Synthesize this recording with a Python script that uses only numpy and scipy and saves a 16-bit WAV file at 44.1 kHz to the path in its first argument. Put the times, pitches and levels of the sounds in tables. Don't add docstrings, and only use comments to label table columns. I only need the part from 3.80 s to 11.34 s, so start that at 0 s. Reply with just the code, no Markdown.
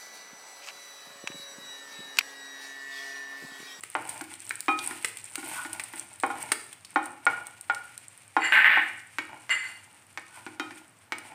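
import sys
import numpy as np
from scipy import signal
from scipy.fft import rfft, irfft
from scipy.io import wavfile
from scipy.ndimage import uniform_filter1d

SR = 44100
rng = np.random.default_rng(int(sys.argv[2]) if len(sys.argv) > 2 else 0)


def inscribe(sig):
    pcm = np.round(np.clip(np.atleast_2d(sig).T, -1, 1) * 32767)
    wavfile.write(sys.argv[1], SR, pcm.astype(np.int16))


N = 332514
TIME = np.arange(N) / SR


def from_db(db):
    return 10 ** (np.asarray(db) / 20)


def rms_one(x):
    return x / np.sqrt(np.mean(x ** 2) + 1e-20)


def add(out, s, sound):
    at = max(0, round(s * SR))
    out[at:at + len(sound)] += sound[:N - at]


def drift(rate):
    return np.interp(TIME * rate, np.arange(4096), rng.standard_normal(4096))


def swell(peak_s, rise_s, fall_s, curve):
    distance = np.maximum((peak_s - TIME) / rise_s, (TIME - peak_s) / fall_s)
    return from_db(-20 * np.minimum(distance, 10) ** curve)


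def colour(x, spectrum, size=4096):
    hz, db = np.transpose(spectrum)
    grid = np.maximum(np.arange(size // 2 + 1) * SR / size, 1)
    log_gain = np.log(from_db(np.interp(np.log(grid), np.log(hz), db)))
    cepstrum = irfft(log_gain)
    response = irfft(np.exp(rfft(2 * cepstrum[:size // 2], size)))
    return signal.oaconvolve(x, response / np.linalg.norm(response))[:len(x)]


def resonate(x, resonances):
    out = 0
    for k, (hz, width, db) in enumerate(resonances):
        r = np.exp(-np.pi * width / SR)
        poles = [1, -2 * r * np.cos(2 * np.pi * hz / SR), r * r]
        gain = (-1) ** k * from_db(db) * (1 - r * r) / 2
        out = out + gain * signal.lfilter([1, 0, -1], poles, x + 1e-18)
    return rms_one(out)


def sustained(resonances, size=600):
    tone = resonate(rng.standard_normal(N), resonances)
    return tone / np.sqrt(uniform_filter1d(tone ** 2, size=size) + 1e-9)


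def burst(t60, scatter_db, size=8192):
    scatter = rng.standard_normal(size) * from_db(-60 * TIME[:size] / t60)
    x = scatter * from_db(scatter_db) / np.linalg.norm(scatter)
    x[0] = 1
    return x / np.linalg.norm(x)


def grains(per_s, spread_db):
    clicks = np.zeros(N)
    at = np.flatnonzero(rng.random(N) < per_s / SR)
    size = np.minimum(rng.exponential(1, N)[at], 5)
    sign = 2 * rng.integers(0, 2, N)[at] - 1
    clicks[at] = from_db(spread_db * size) * sign
    return clicks


# frequency in Hz, relative density in dB per Hz.
ROOM_TONE_SPECTRUM = [(25, -32), (55, -26.5), (80, -10.5), (102, 4), (140, -8), (300, -11.5), (420, -16),
                      (800, -11.5), (1600, -12.5), (4000, -25.5), (16000, -31)]
ROOM_TONE_DB = -61


def room_tone():
    return from_db(ROOM_TONE_DB) * colour(rng.standard_normal(N), ROOM_TONE_SPECTRUM)


# time in seconds, relative fizz level in dB.
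SIMMER = [(0.0, -55.5), (1.0, -50), (1.9, -56), (2.35, -57.5), (3.0, -57), (4.3, -57.5), (5.6, -58.5),
          (6.3, -66), (7.54, -65.5)]
# time of its height,
# rise and fall in seconds, relative rub level in dB, relative flare of the frying in dB.
STROKES = [(0.19, 0.08, 0.15, -44, -53.5), (0.321, 0.09, 0.16, -38.5, -39.5),
           (0.68, 0.12, 0.14, -50.5, -46), (1.03, 0.1, 0.28, -38, -37.5), (1.269, 0.08, 0.083, -72, -37),
           (1.7, 0.24, 0.53, -41.5, -37.5), (2.18, 0.14, 0.085, -48, -43.5),
           (2.618, 0.19, 0.14, -37.5, -40), (3.25, 0.14, 0.07, -39, -49.5), (3.5, 0.07, 0.21, -37, -48.5),
           (3.94, 0.05, 0.67, -65.5, -55), (4.76, 0.2, 0.24, -69.5, -47), (5.08, 0.2, 0.13, -82, -48),
           (5.5, 0.14, 0.11, -44, -55), (5.85, 0.12, 0.73, -58.5, -51.5), (6.59, 0.2, 0.22, -46, -49.5),
           (6.98, 0.3, 0.12, -57, -52), (7.49, 0.19, 0.12, -42, -53.5)]
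STROKE_CURVE = 1.04


def stirring():
    rub = 0
    heat = from_db(np.interp(TIME, *np.transpose(SIMMER))) ** 2
    for s, rise_s, fall_s, rub_db, flare_db in STROKES:
        push = swell(s, rise_s, fall_s, STROKE_CURVE)
        rub = rub + from_db(rub_db) * push
        heat = heat + (from_db(flare_db) * push) ** 2
    return rub, np.sqrt(heat)


# frequency in Hz, relative density in dB per Hz.
FIZZ_SPECTRUM = [(500, -32.5), (2300, -2.5), (4000, -14), (6500, -16), (7700, -11), (8700, -2.5),
                 (9600, -8.5), (11000, -14.5), (13000, -19.5), (16000, -23.5)]
FIZZ_REFERENCE_DB = -49
TREBLE_HZ, TREBLE_DB, TREBLE_FOLLOWS = 10500, -3, 0.51


def fizz(sizzle):
    bubbles = rms_one(colour(grains(per_s=2600, spread_db=2.0), FIZZ_SPECTRUM))
    low = signal.sosfilt(signal.butter(3, TREBLE_HZ, "low", fs=SR, output="sos"), bubbles)
    high = signal.sosfilt(signal.butter(3, TREBLE_HZ, "high", fs=SR, output="sos"), bubbles)
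    treble = from_db(TREBLE_DB) * (sizzle / from_db(FIZZ_REFERENCE_DB)) ** TREBLE_FOLLOWS
    clusters = from_db(-2.0 + 3.5 * drift(45))
    return (low + treble * high) * sizzle * clusters


# frequency in Hz, relative density in dB per Hz.
SNAP_SPECTRUM = [(300, -19), (2000, -26.5), (4000, -12.5), (6500, -15), (7600, -4), (8700, 7), (9800, -2.5),
                 (11000, -12.5), (13000, -19.5), (16000, -8.5)]
CRACKLE_DB, CRACKLE_FOLLOWS, DRYING_DB_PER_S = -50, 0.52, 1.18


def crackle(sizzle, count=8):
    drying = from_db(CRACKLE_DB - DRYING_DB_PER_S * TIME)
    strength = drying * (sizzle / from_db(FIZZ_REFERENCE_DB)) ** CRACKLE_FOLLOWS
    vigour = strength / strength.mean()
    clicks = grains(per_s=45 * vigour ** 0.81, spread_db=4.0)
    dealt = rng.integers(0, count, N)
    rings = 0
    for k, hz in enumerate(np.geomspace(4200, 14500, count)):
        spit = burst(t60=0.012, scatter_db=0, size=1024)
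        spits = signal.oaconvolve(clicks * (dealt == k), spit)[:N]
        rings = rings + resonate(spits, [(hz, 3500, 0)])
    return rms_one(colour(rings, SNAP_SPECTRUM)) * strength.mean() * vigour ** 0.88 * from_db(0.5)


# start in seconds, relative snap level in dB,
# relative level of the hollow note in dB, its pitch in Hz, time the husk takes to tear in seconds.
POPS = [(0.0359, -35, -35.5, 1950, 0.012), (0.2923, -31, -53, 2890, 0.031), (0.4404, -44, -60, 2100, 0.011),
        (0.539, -40.5, -40, 3300, 0.015), (0.6937, -31, -54, 2800, 0.0071),
        (0.7081, -52, -24.5, 2020, 0.025), (0.8062, -27, -67, 3300, 0.0024),
        (0.9894, -37.5, -25.5, 3780, 0.031), (1.2466, -25, -21, 2300, 0.03),
        (1.3713, -35.5, -39.5, 3000, 0.02), (1.5561, -27, -28, 2600, 0.012),
        (1.9307, -30.5, -42, 2700, 0.022), (1.9967, -32, -27, 2540, 0.043),
        (2.0375, -34.5, -49, 2700, 0.03), (2.185, -39.5, -56, 2800, 0.025), (2.4, -39, -40, 3720, 0.023),
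        (2.7186, -19, -17, 1460, 0.044), (2.9287, -41, -40, 3200, 0.033), (3.0483, -43, -37.5, 4200, 0.029),
        (3.257, -36, -65.5, 3480, 0.025), (3.6688, -36.5, -68.5, 2200, 0.015),
        (3.811, -37.5, -69, 2700, 0.0087), (3.9472, -38, -36, 3500, 0.019),
        (4.178, -38.5, -42, 3680, 0.0095), (7.3834, -39, -40, 2170, 0.025)]
# frequency in Hz, relative density in dB per Hz.
HOLLOW_SPECTRUM = [(60, -26.5), (250, 17.5), (900, 7.5), (2000, 10.5), (3500, 2), (7000, 5), (16000, -38.5)]
HUSK_WIDTH_HZ, MIDDLING_SNAP_DB, HUSK_DOUBLING_DB = 1400, -35.5, 14


def pops(size=4096):
    snap, body = np.zeros(N), np.zeros(N)
    for s, snap_db, hollow_db, hz, tear_s in POPS:
        add(snap, s, from_db(snap_db) * burst(t60=tear_s, scatter_db=16.5))
        width = HUSK_WIDTH_HZ * 2 ** ((snap_db - MIDDLING_SNAP_DB) / HUSK_DOUBLING_DB)
        tear = burst(t60=tear_s, scatter_db=4, size=size)
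        husk = resonate(tear, [(hz, width, 0)]) / np.sqrt(size)
        add(body, s, from_db(hollow_db) * husk)
    return from_db(24.5) * colour(snap, SNAP_SPECTRUM) + from_db(17) * colour(body, HOLLOW_SPECTRUM)


def pan_modes(family, size=22050):
    hz, db, t60 = np.transpose(family)[:, :, None]
    t = TIME[:size]
    spreading = 1 - np.exp(-t / 0.00086)
    return spreading * from_db(db - 60 * t / t60) * np.sin(2 * np.pi * hz * t)


# start in seconds, relative thud level in dB, relative ring level in dB,
# kind of contact.
KNOCKS = [(0.1518, -14.5, -21, "base"), (0.41, -34, -30.5, "touch"), (0.5155, -43, -42.5, "touch"),
          (0.8826, -20, -18.5, "rim"), (1.1102, -35.5, -31.5, "touch"), (1.5782, -57, -30.5, "touch"),
          (1.6289, -47, -32, "touch"), (1.8495, -34.5, -33.5, "touch"), (2.1363, -37, -36.5, "touch"),
          (2.4353, -13.5, -14, "base"), (2.5021, -30, -20.5, "base"), (3.1598, -13, -10.5, "base"),
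          (3.4667, -14.5, -16.5, "wall"), (3.8982, -21.5, -21.5, "wall"), (4.5665, -13, -9.5, "base"),
          (4.9725, -21, -17.5, "base"), (5.385, -24, -18, "glance"), (5.6944, -30, -43, "glance"),
          (6.3749, -29, -28.5, "glance"), (6.665, -36, -31.5, "touch"), (6.7975, -27, -25.5, "lip"),
          (6.9085, -39, -40.5, "touch"), (6.9611, -64, -42.5, "touch"), (7.3221, -24.5, -20.5, "glance")]
CONTACTS = {"base": (1498, -24, -13, -34, -25, -17.5, -32), "wall": (2300, -36, -14.5, -47, -43, -1, -16.5),
            "rim": (2592, -12, -7.5, -8.5, -11, -18, -38), "lip": (5000, -11, -16, -19.5, -4, -8.5, -35),
            "glance": (4500, -24.5, -50, -33, -25, -29, -19),
            "touch": (4500, -11, -17.5, -50, -32, -14, -22)}
# frequency in Hz, relative level in dB,
# time to fade by 60 dB in seconds.
PAN_FAMILIES = [
    [(266.3, -6.5, 0.12), (315.2, -4.5, 0.17), (347.5, -9, 0.22)],
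    [(765, -8, 0.45), (808, -1.5, 0.14), (843, -5.5, 0.099), (977, -4, 0.057), (1070.6, -8.5, 0.19)],
    [(1271, -0.5, 0.28), (2446, 0, 0.34)],
    [(3124, -12.5, 0.17), (3770, -13.5, 0.1), (5580, -25, 0.13)],
    [(1434, 4.5, 0.08), (1490, -20, .1)],
    [(1844, -1.5, .1), (2221, 2, 0.15), (2297, 4.5, 0.078), (2876, -19.5, 0.63)],
]
# frequency in Hz, relative density in dB per Hz.
THUD_SPECTRUM = [(60, -65), (170, -38), (280, -5.5), (400, -15), (500, -4.5), (650, -7.5), (820, 3.5),
                 (1150, -1.5), (1850, 3.5), (2350, 0), (3000, -6.5), (3800, -8.5), (5000, -9.5),
                 (16000, -3)]


def knocks(bass_share=0.085):
    thud, ring = np.zeros(N), np.zeros(N)
    families = [pan_modes(family) for family in PAN_FAMILIES]
    for s, thud_db, ring_db, kind in KNOCKS:
        contact_hz, *family_db = CONTACTS[kind]
        band_hz = [contact_hz * bass_share, contact_hz]
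        contact = signal.butter(2, band_hz, "band", fs=SR, output="sos")
        impact = burst(t60=0.06, scatter_db=0)
        add(thud, s, from_db(thud_db) * signal.sosfilt(contact, impact))
        for modes, db in zip(families, family_db):
            signs = rng.choice([-1, 1], len(modes))
            add(ring, s, from_db(ring_db + db) * (signs @ modes))
    return from_db(27.5) * colour(thud, THUD_SPECTRUM) + from_db(5.5) * ring


# frequency in Hz, width in Hz, relative level in dB.
RUB_RESONANCES = [(111, 47, -2.5), (300, 57, -5.5), (787, 150, 2.5), (1012, 82, 2.5), (1414, 25, 6),
                  (1860, 320, -7.5), (2300, 190, -1.5), (3070, 270, -17)]


def rubbing(rub):
    sliding = resonate(grains(per_s=2300, spread_db=10.0), RUB_RESONANCES)
    return from_db(-9) * sliding * rub * from_db(1.5 + 5.5 * drift(35))


# time of the height, rise and fall in seconds,
# level in dB.
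PRESSING = [(1.803, 0.081, 0.012, -33), (6.565, 0.086, 0.04, -49)]
# frequency in Hz, width in Hz, relative level in dB.
GROAN_RESONANCES = [(984, 23, 2.5), (1034, 200, -9), (1472, 22, 4)]


def groan():
    pressure = sum(from_db(db) * swell(s, rise_s, fall_s, curve=1.0) for s, rise_s, fall_s, db in PRESSING)
    return sustained(GROAN_RESONANCES) * pressure


# time of the height, rise and fall in seconds,
# relative level in dB.
SQUEALS = [(4.65, 0.06, 0.049, -31.5), (5.709, 0.012, 0.051, -24.5), (5.84, 0.025, 0.069, -42)]
# frequency in Hz, width in Hz, relative level in dB.
SQUEAL_RESONANCES = [(1576, 340, -11), (2036, 35.5, 4), (2300, 130, -12.5), (2600, 210, -20),
                     (2816, 16, 0.5), (3300, 1100, -28.5), (4478, 32, -9.5), (6630, 37, -36),
                     (7310, 50, -12), (8200, 80, -22), (8900, 61, -21.5), (10650, 86, -26),
                     (14300, 60, -38.5), (15300, 59, -43.5)]


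def squeal():
    grip = sum(from_db(db) * swell(s, rise_s, fall_s, curve=1.53) for s, rise_s, fall_s, db in SQUEALS)
    return sustained(SQUEAL_RESONANCES) * grip * from_db(3.5)


# start in seconds, length in seconds, relative level in dB.
JUDDERS = [(4.62, 0.07, -28.5), (4.7227, 0.078, -14), (4.8445, 0.14, -16)]
# frequency in Hz, relative density in dB per Hz.
SLIP_SPECTRUM = [(60, -39), (150, -35), (260, -28), (450, -37), (850, -15), (1150, -13.5), (1450, -6),
                 (1850, 5.5), (2250, -1), (2900, -11.5), (3600, -19), (5000, -36), (7000, -52),
                 (16000, -69)]
# frequency in Hz, width in Hz, relative level in dB.
SLIP_RESONANCES = [(1540, 30, -7.5), (2870, 17, -11.5)]
# frequency in Hz, width in Hz, relative level in dB.
WHINE_RESONANCES = [(12560, 43, -5.5), (14000, 120, -14.5)]
JUDDER_SAG_DB_PER_S, JUDDER_RELEASE_DB_PER_S, FIRST_SLIP_DB = 44, 404, 5


def judder(slips_per_s=185, unevenness=0.25, count=60):
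    force, effort = np.zeros(N), np.zeros(N)
    for start, length, db in JUDDERS:
        age = np.maximum(TIME - start, 0)
        release_db = JUDDER_RELEASE_DB_PER_S * np.clip(age - length, 0, 1)
        grip = (TIME >= start) * from_db(db - JUDDER_SAG_DB_PER_S * age - release_db)
        gap_chance, size_chance = rng.standard_normal((count, 2)).T
        gaps = np.exp(unevenness * gap_chance) / slips_per_s
        sizes_db = 1.3 * size_chance
        sizes_db[0] = FIRST_SLIP_DB
        slip_times = start + 1 / SR + np.cumsum(gaps) - gaps
        slips = np.zeros(N)
        for s, size_db in zip(slip_times, sizes_db):
            add(slips, s, from_db(size_db) * burst(t60=0.02, scatter_db=0, size=1024))
        force += slips * np.sqrt(SR / slips_per_s) * grip
        effort += grip
    rasp = from_db(-3.5) * colour(force, SLIP_SPECTRUM)
    singing = from_db(-47.0) * resonate(force, SLIP_RESONANCES)
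    whine = from_db(-39.5) * effort * sustained(WHINE_RESONANCES)
    return rasp + singing + whine


# frequency in Hz, relative density in dB per Hz.
WALLS_SPECTRUM = [(60, -7.5), (300, 1.5), (600, -1), (2000, -4), (5000, -4), (9000, -5), (16000, -4.5)]
KITCHEN_T60_S = 0.54


def kitchen(x, size=35000):
    t = TIME[:size]
    envelope = from_db(-60 * t / KITCHEN_T60_S) * (1 - np.exp(-t / 0.001))
    tail = colour(rng.standard_normal(size) * envelope, WALLS_SPECTRUM)
    return signal.oaconvolve(x, tail / np.linalg.norm(tail))[:N]


def scene():
    rub, sizzle = stirring()
    frying = fizz(sizzle) + crackle(sizzle) + pops()
    blows = knocks()
    friction = rubbing(rub) + groan() + judder() + squeal()
    echo = kitchen(from_db(-9.5) * frying + from_db(-8.0) * blows + from_db(-1) * friction)
    return (frying + blows + friction + echo + room_tone())[None]


CUTOFF_HZ = 15400


def record(dry, ceiling=0.9):
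    bass_cut = signal.butter(3, 70, "high", fs=SR, output="sos")
    top_cut = signal.ellip(10, 0.1, 70, CUTOFF_HZ, fs=SR, output="sos")
    x = signal.sosfilt(bass_cut, dry)
    rounded = x / (1 + (x / ceiling) ** 8) ** (1 / 8)
    return signal.sosfilt(top_cut, rounded)


dry = scene()
out = record(dry)
inscribe(out)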